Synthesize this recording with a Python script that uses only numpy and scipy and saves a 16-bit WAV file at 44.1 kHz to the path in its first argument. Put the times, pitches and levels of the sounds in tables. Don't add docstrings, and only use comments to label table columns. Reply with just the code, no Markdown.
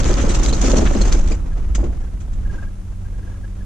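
import sys
import numpy as np
from scipy import signal
from scipy.fft import rfft, irfft
from scipy.io import wavfile

SR = 44100
rng = np.random.default_rng(int(sys.argv[2]) if len(sys.argv) > 2 else 0)


def unload_wav(signal):
    wavfile.write(
        sys.argv[1],
        SR,
        np.round(np.clip(np.atleast_2d(signal).T, -1, 1) * 32767).astype(np.int16),
    )


N = 160965


def amp(db):
    return 10 ** (np.asarray(db) / 20)


def unit(x):
    return x / np.sqrt(np.mean(x ** 2) + 1e-20)


def read(points, hz):
    f, value = np.transpose(points)
    return np.interp(np.log(hz + 1), np.log(f + 1), value)


def clock():
    return np.arange(N) / SR


def level(points):
    return amp(np.interp(clock(), *np.transpose(points)))


def drift(rate_hz):
    hz = np.fft.rfftfreq(N, 1 / SR)
    lowpass = np.exp(-(hz / rate_hz) ** 2)
    return unit(irfft(rfft(rng.standard_normal(N)) * lowpass, N))


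def grain(rate_hz, depth_db):
    return unit(amp(depth_db * np.clip(drift(rate_hz), -2, 2)))


def burst(start, length, rise, fall):
    t = clock() - start
    return np.clip(t / rise, 0, 1) * np.exp(-np.maximum(t - length, 0) / fall)


# f/Hz, correlation
STEREO_LIKENESS = [(130,.97),(300,.85),(600,.15),(1200,.15),(3000,.55),(8000,-.15)]
# f/Hz, left minus right level/dB
STEREO_BALANCE = [(70,-1),(330,3.5),(1100,-2),(5000,1.5),(9000,-2.5)]


def noise(spectrum=None):
    hz = np.fft.rfftfreq(N, 1 / SR)
    mid, side = np.exp(2j * np.pi * rng.random((2, len(hz))))
    alike = np.clip(read(STEREO_LIKENESS, hz), -.99, .99)
    tilt_db = read(STEREO_BALANCE, hz) / 2
    mid, side = mid * np.sqrt(1 + alike), side * np.sqrt(1 - alike)
    bins = np.array([(mid + side) * amp(tilt_db), (mid - side) * amp(-tilt_db)])
    colour = 1 if spectrum is None else amp(read(spectrum, hz))
    return unit(irfft(bins * colour, N))


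def ring(drive, modes):
    t = np.arange(SR // 3) / SR
    response = np.zeros(len(t))
    for k, (hz, width, db) in enumerate(modes):
        decay = np.sqrt(width) * np.exp(-np.pi * width * t)
        response += (-1) ** k * amp(db) * decay * np.sin(2 * np.pi * hz * t)
    return signal.fftconvolve(drive, response[None] / np.linalg.norm(response), axes=1)[:, :N]


JOLT_RISE_S, JOLT_FALL_S = 0.0046, 0.01
THUD_DB, BUMP_DB, CHAIR_DB = -6.5, -14.5, -22.5
# t/s, relative level/dB, length/s
JOLTS = [(0.093,-13,0.021),(.236,-11.5,0.0093),(0.267,-19,0.036),(0.465,-24.5,0.024),(0.52,-18.5,.014),(0.634,-12,0.021),(.68,-13.5,0.016),(.73,-8.5,.012),(0.771,-11.5,0.024),(0.817,-10.5,0.016),(.907,-14,.01),(0.949,-13.5,.018),(1.002,-16.5,0.013),(1.142,-20.5,0.015),(1.307,-21,0.022),(1.778,-22,0.033),(1.827,-20.5,0.023),(1.863,-29.5,0.049)]
# f/Hz, relative level/dB
THUD = [(60,-24),(130,-3),(330,2),(900,-14.5),(2500,-37),(10000,-78)]


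def chair():
    thud, blows = amp(THUD_DB) * noise(THUD), 0
    for start, db, length in JOLTS:
        strike = amp(db) * burst(start, length, JOLT_RISE_S, JOLT_FALL_S)
        blows = blows + strike * (thud + amp(BUMP_DB) * bump(start))
    return blows + amp(CHAIR_DB) * body(blows)


BUMP_TOP_HZ, BUMP_END_HZ, BUMP_GLIDE_S = 758, 213.2, 0.01664


def bump(start):
    t = np.maximum(clock() - start, 0)
    hz = BUMP_END_HZ + (BUMP_TOP_HZ - BUMP_END_HZ) * np.exp(-t / BUMP_GLIDE_S)
    detune = amp(rng.standard_normal() / 2)
    return np.sqrt(2) * np.sin(2 * np.pi * np.cumsum(hz * detune) / SR)


CHAIR_WIDTH_HZ, CHAIR_WIDTH_SHARE = 7, .02
# f/Hz, relative level/dB
CHAIR_MODES = [(118,-2),(198,6),(272,5),(325,3.5),(358,1.5),(553,-0.5),(1314,-4)]


def body(drive):
    return ring(drive, [(hz, CHAIR_WIDTH_HZ + CHAIR_WIDTH_SHARE * hz, db) for hz, db in CHAIR_MODES])


# t/s, relative level/dB
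RUSH_LEVEL = [(0,-23.5),(.5,-26.5),(.7,-24),(.95,-26),(1.17,-27),(1.25,-34),(1.35,-33),(1.39,-68)]
# t/s, relative level/dB
ROLL_LEVEL = [(1.4,-37.5),(2.3,-45),(2.6,-39),(2.75,-50),(3.38,-41.5),(3.48,-46.5)]
# f/Hz, relative level/dB
RUSH = [(130,0),(330,-4),(800,-10.5),(5000,-28.5),(6400,-23.5),(8000,-31),(11000,-75)]
# f/Hz, relative level/dB
ROLL = [(120,2),(300,-2),(1300,-13.5),(4500,-31),(6500,-25),(10000,-47)]


def wheels():
    push = level(RUSH_LEVEL) * grain(rate_hz=74, depth_db=2.5)
    hiss = noise(RUSH) * grain(rate_hz=430, depth_db=1.0)
    shimmer = amp(-13.0) * noise(JINGLE) * grain(rate_hz=62, depth_db=2)
    roll = level(ROLL_LEVEL) * grain(rate_hz=70, depth_db=3.0)
    shaken_chair = body((amp(-5.5) * push + amp(-8.0) * roll) * noise())
    return push * (hiss + shimmer) + roll * noise(ROLL) + shaken_chair


RATTLE_RISE_S, RATTLE_FALL_S, TICK_FALL_S = 0.0029, 0.0065, 0.00082
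TAIL_DB, TAIL_S = -19, 0.077
JINGLE_DB, FITTINGS_DB = -5.5, -4.5
PART_LOW_HZ, PART_HIGH_HZ, PART_WIDTH_HZ = 1706, 8000, 67
# t/s, relative level/dB, length/s, lower clatter's added level/dB
RATTLES = [(0.066,-30,0.028,-1),(0.175,-44.5,0.026,19),(0.209,-31,0.021,-1),(0.288,-28.5,0.025,1),(0.34,-23.5,0.016,-3),(0.429,-25.5,0.015,-4),(0.464,-32,0.038,-7),(0.527,-29,0.026,-7),(0.612,-22.5,0.0054,-9),(0.635,-27.5,0.05,0.5),(0.694,-28.5,0.028,-21),(0.766,-26,0.021,-1.5),(0.859,-47,0.015,24.5),(1.012,-28.5,0.011,-16),(1.075,-32,0.0077,-7),(1.12,-27.5,0.015,0),(1.273,-31.5,0.0047,1),(1.747,-26.5,0.0086,1.5),(1.838,-48.5,0.008,8),(2.201,-49.5,0.02,1.5),(2.327,-50,0.012,3.5)]
# t/s, level/dB
TICKS = [(0.034,-27.5),(.043,-22),(0.132,-27),(0.14,-21),(0.452,-23.5),(.461,-19.5),(0.717,-21),(1.126,-17),(1.751,-33)]
# f/Hz, relative level/dB
JINGLE = [(1000,-28),(3000,-13),(5000,-9.5),(6400,2.5),(7300,-3.5),(8500,-13.5),(10500,-21),(15000,-54)]
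# f/Hz, relative level/dB
CLATTER = [(200,19),(700,-1),(1400,7),(2300,4),(3500,0.5),(5000,-10),(9000,-49)]
# f/Hz, relative level/dB
TICK = [(300,-25),(1500,7.5),(6500,14.5),(8500,-5),(15000,-21)]


def fittings():
    bright, low = np.zeros((2, N))
    contact, white, rings = grain(rate_hz=127, depth_db=1.5), noise(), 0
    for start, db, length, clatter_db in RATTLES:
        shake = burst(start, length, RATTLE_RISE_S, RATTLE_FALL_S)
        shake = amp(db) * (shake + amp(TAIL_DB) * burst(start, length, RATTLE_RISE_S, TAIL_S))
        bright += shake
        low += shake * amp(clatter_db)
        pitches = rng.uniform(PART_LOW_HZ, PART_HIGH_HZ, size=14)
        part = [(hz, PART_WIDTH_HZ, read(JINGLE, hz)) for hz in pitches]
        rings = rings + ring(shake * contact * white, part)
    ticks = sum(amp(db) * burst(start, 0.0012, 0.00037, TICK_FALL_S) for start, db in TICKS)
    chatter = contact * (amp(JINGLE_DB) * bright * noise(JINGLE) + low * noise(CLATTER))
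    return chatter + ticks * noise(TICK) + amp(FITTINGS_DB) * rings


PATTER_PER_S, PATTER_SPREAD_DB, PATTER_DB, PATTER_FALL_S = 220, 4, -11, .003


def patter():
    out, t = np.zeros((2, N)), np.arange(SR // 50) / SR
    ping_db = PATTER_DB + PATTER_SPREAD_DB * np.minimum(rng.exponential(1, N), 2)
    strength = level(RUSH_LEVEL) * amp(ping_db)
    for i in np.flatnonzero(rng.random(N - len(t)) < PATTER_PER_S / SR):
        hz = rng.uniform(PART_LOW_HZ, PART_HIGH_HZ, size=(2, 1))
        modes = np.sin(2 * np.pi * hz * t) * np.exp(-t / PATTER_FALL_S)
        out[:, i:i + len(t)] += strength[i] * rng.uniform(-0.39, 1, size=(2, 2)) @ modes
    return out


CLANK_S, CLANK_WIDTH_HZ = .008, 115
# t/s, relative level/dB, f/Hz
CLANKS = [(0.433,-27,6240),(0.484,-28,3990),(0.526,-30.5,4180),(.648,-32,4400),(.784,-31.5,5320),(1.012,-28,4220),(1.316,-26,2410),(1.751,-32,6180)]


def clanks():
    scrape, out = noise() * grain(rate_hz=240, depth_db=3.5), 0
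    for start, db, hz in CLANKS:
        modes = [(hz * k, CLANK_WIDTH_HZ, 0) for k in range(1, int(PART_HIGH_HZ / hz) + 1)]
        knock = amp(db) * burst(start, CLANK_S, RATTLE_RISE_S, RATTLE_FALL_S)
        out = out + ring(knock * scrape, modes)
    return out


RUMBLE_STEADY, LEFT_PHASE_RAD = 0.22, -0.26
# t/s, level/dB
RUMBLE_LEVEL = [(0,-12.5),(1.3,-13.5),(1.6,-20),(1.75,-15),(1.86,-16.5),(1.95,-20.5),(2.3,-23.5),(2.46,-18.5),(2.75,-29),(3.15,-25),(3.65,-28.5)]
# f/Hz, relative level/dB
RUMBLE = [(4,-57),(15,-3),(30,-0.5),(50,-2.5),(70,-10.5),(100,-20),(300,-38.5),(800,-92)]


def rumble():
    shake = signal.hilbert(noise(RUMBLE))
    shake = shake / (abs(shake).mean(0) + 0.47) ** RUMBLE_STEADY
    turn = np.exp(1j * LEFT_PHASE_RAD * np.array([[1], [0]]))
    return level(RUMBLE_LEVEL) * unit((shake * turn).real)


HUM_HZ, HUM_WAVER, OCTAVE_DB = 93.7, .011, -44
# t/s, level/dB
HUM_LEVEL = [(1.95,-45),(2.15,-32.5),(2.8,-39),(2.98,-32),(3.65,-33.5)]


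def cable():
    phase = 2 * np.pi * np.cumsum(HUM_HZ * (1 + HUM_WAVER * drift(rate_hz=10.3))) / SR
    hum = level(HUM_LEVEL) * np.sin(phase) * grain(rate_hz=14, depth_db=1.8)
    octave = amp(OCTAVE_DB) * np.sin(2 * phase) * grain(rate_hz=3.7, depth_db=1)
    return np.sqrt(2) * (hum + octave)


SQUEAK_HZ, SQUEAK_S, STRAND_S = 1628, .0068, .0428
SQUEAK_ROUGH_RAD, SQUEAK_ARCH_DB, SQUEAK_PAN_DB = .7, -6, 1.5
# t/s, length/s, relative level/dB
SQUEAKS = [(1.527,.02,-50),(2.03,.07,-53),(2.462,.24,-41.5),(2.934,.02,-54),(3.062,.02,-52),(3.148,.07,-50),(3.234,.15,-47.5),(3.447,.02,-48),(3.614,.02,-49)]


def squeaks():
    out = np.zeros(N)
    wobble = SQUEAK_ROUGH_RAD * drift(rate_hz=90)
    for start, length, db in SQUEAKS:
        times = np.arange(start, start + length, STRAND_S)
        for s in times:
            t = clock() - s
            pitch = SQUEAK_HZ * (1 + 0.015 * rng.standard_normal())
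            arch_db = SQUEAK_ARCH_DB * (2 * (s - times.mean()) / length) ** 2
            gain = amp(db + arch_db + 2 * rng.standard_normal())
            bell = np.exp(-(t / SQUEAK_S) ** 2 / 2)
            out += gain * bell * np.sin(2 * np.pi * pitch * t + wobble)
    return np.sqrt(2) * out * amp([[SQUEAK_PAN_DB / 2], [-SQUEAK_PAN_DB / 2]])


# f/Hz, relative level/dB
AIR = [(130,-10.5),(400,-29.5),(1000,-35),(4800,-42.5),(6800,-39.5),(10000,-41),(15000,-58.5)]


def air():
    return amp(-45) * noise(AIR)


def scene():
    tower = chair() + wheels() + fittings() + patter() + clanks()
    return tower + rumble() + cable() + squeaks() + air()


EDGE_HZ = 15000


def record(dry):
    lowpass = signal.firwin(511, EDGE_HZ, window=("kaiser", 9), fs=SR)
    return signal.oaconvolve(dry, lowpass[None], "same")


dry = scene()
out = record(dry)
unload_wav(out)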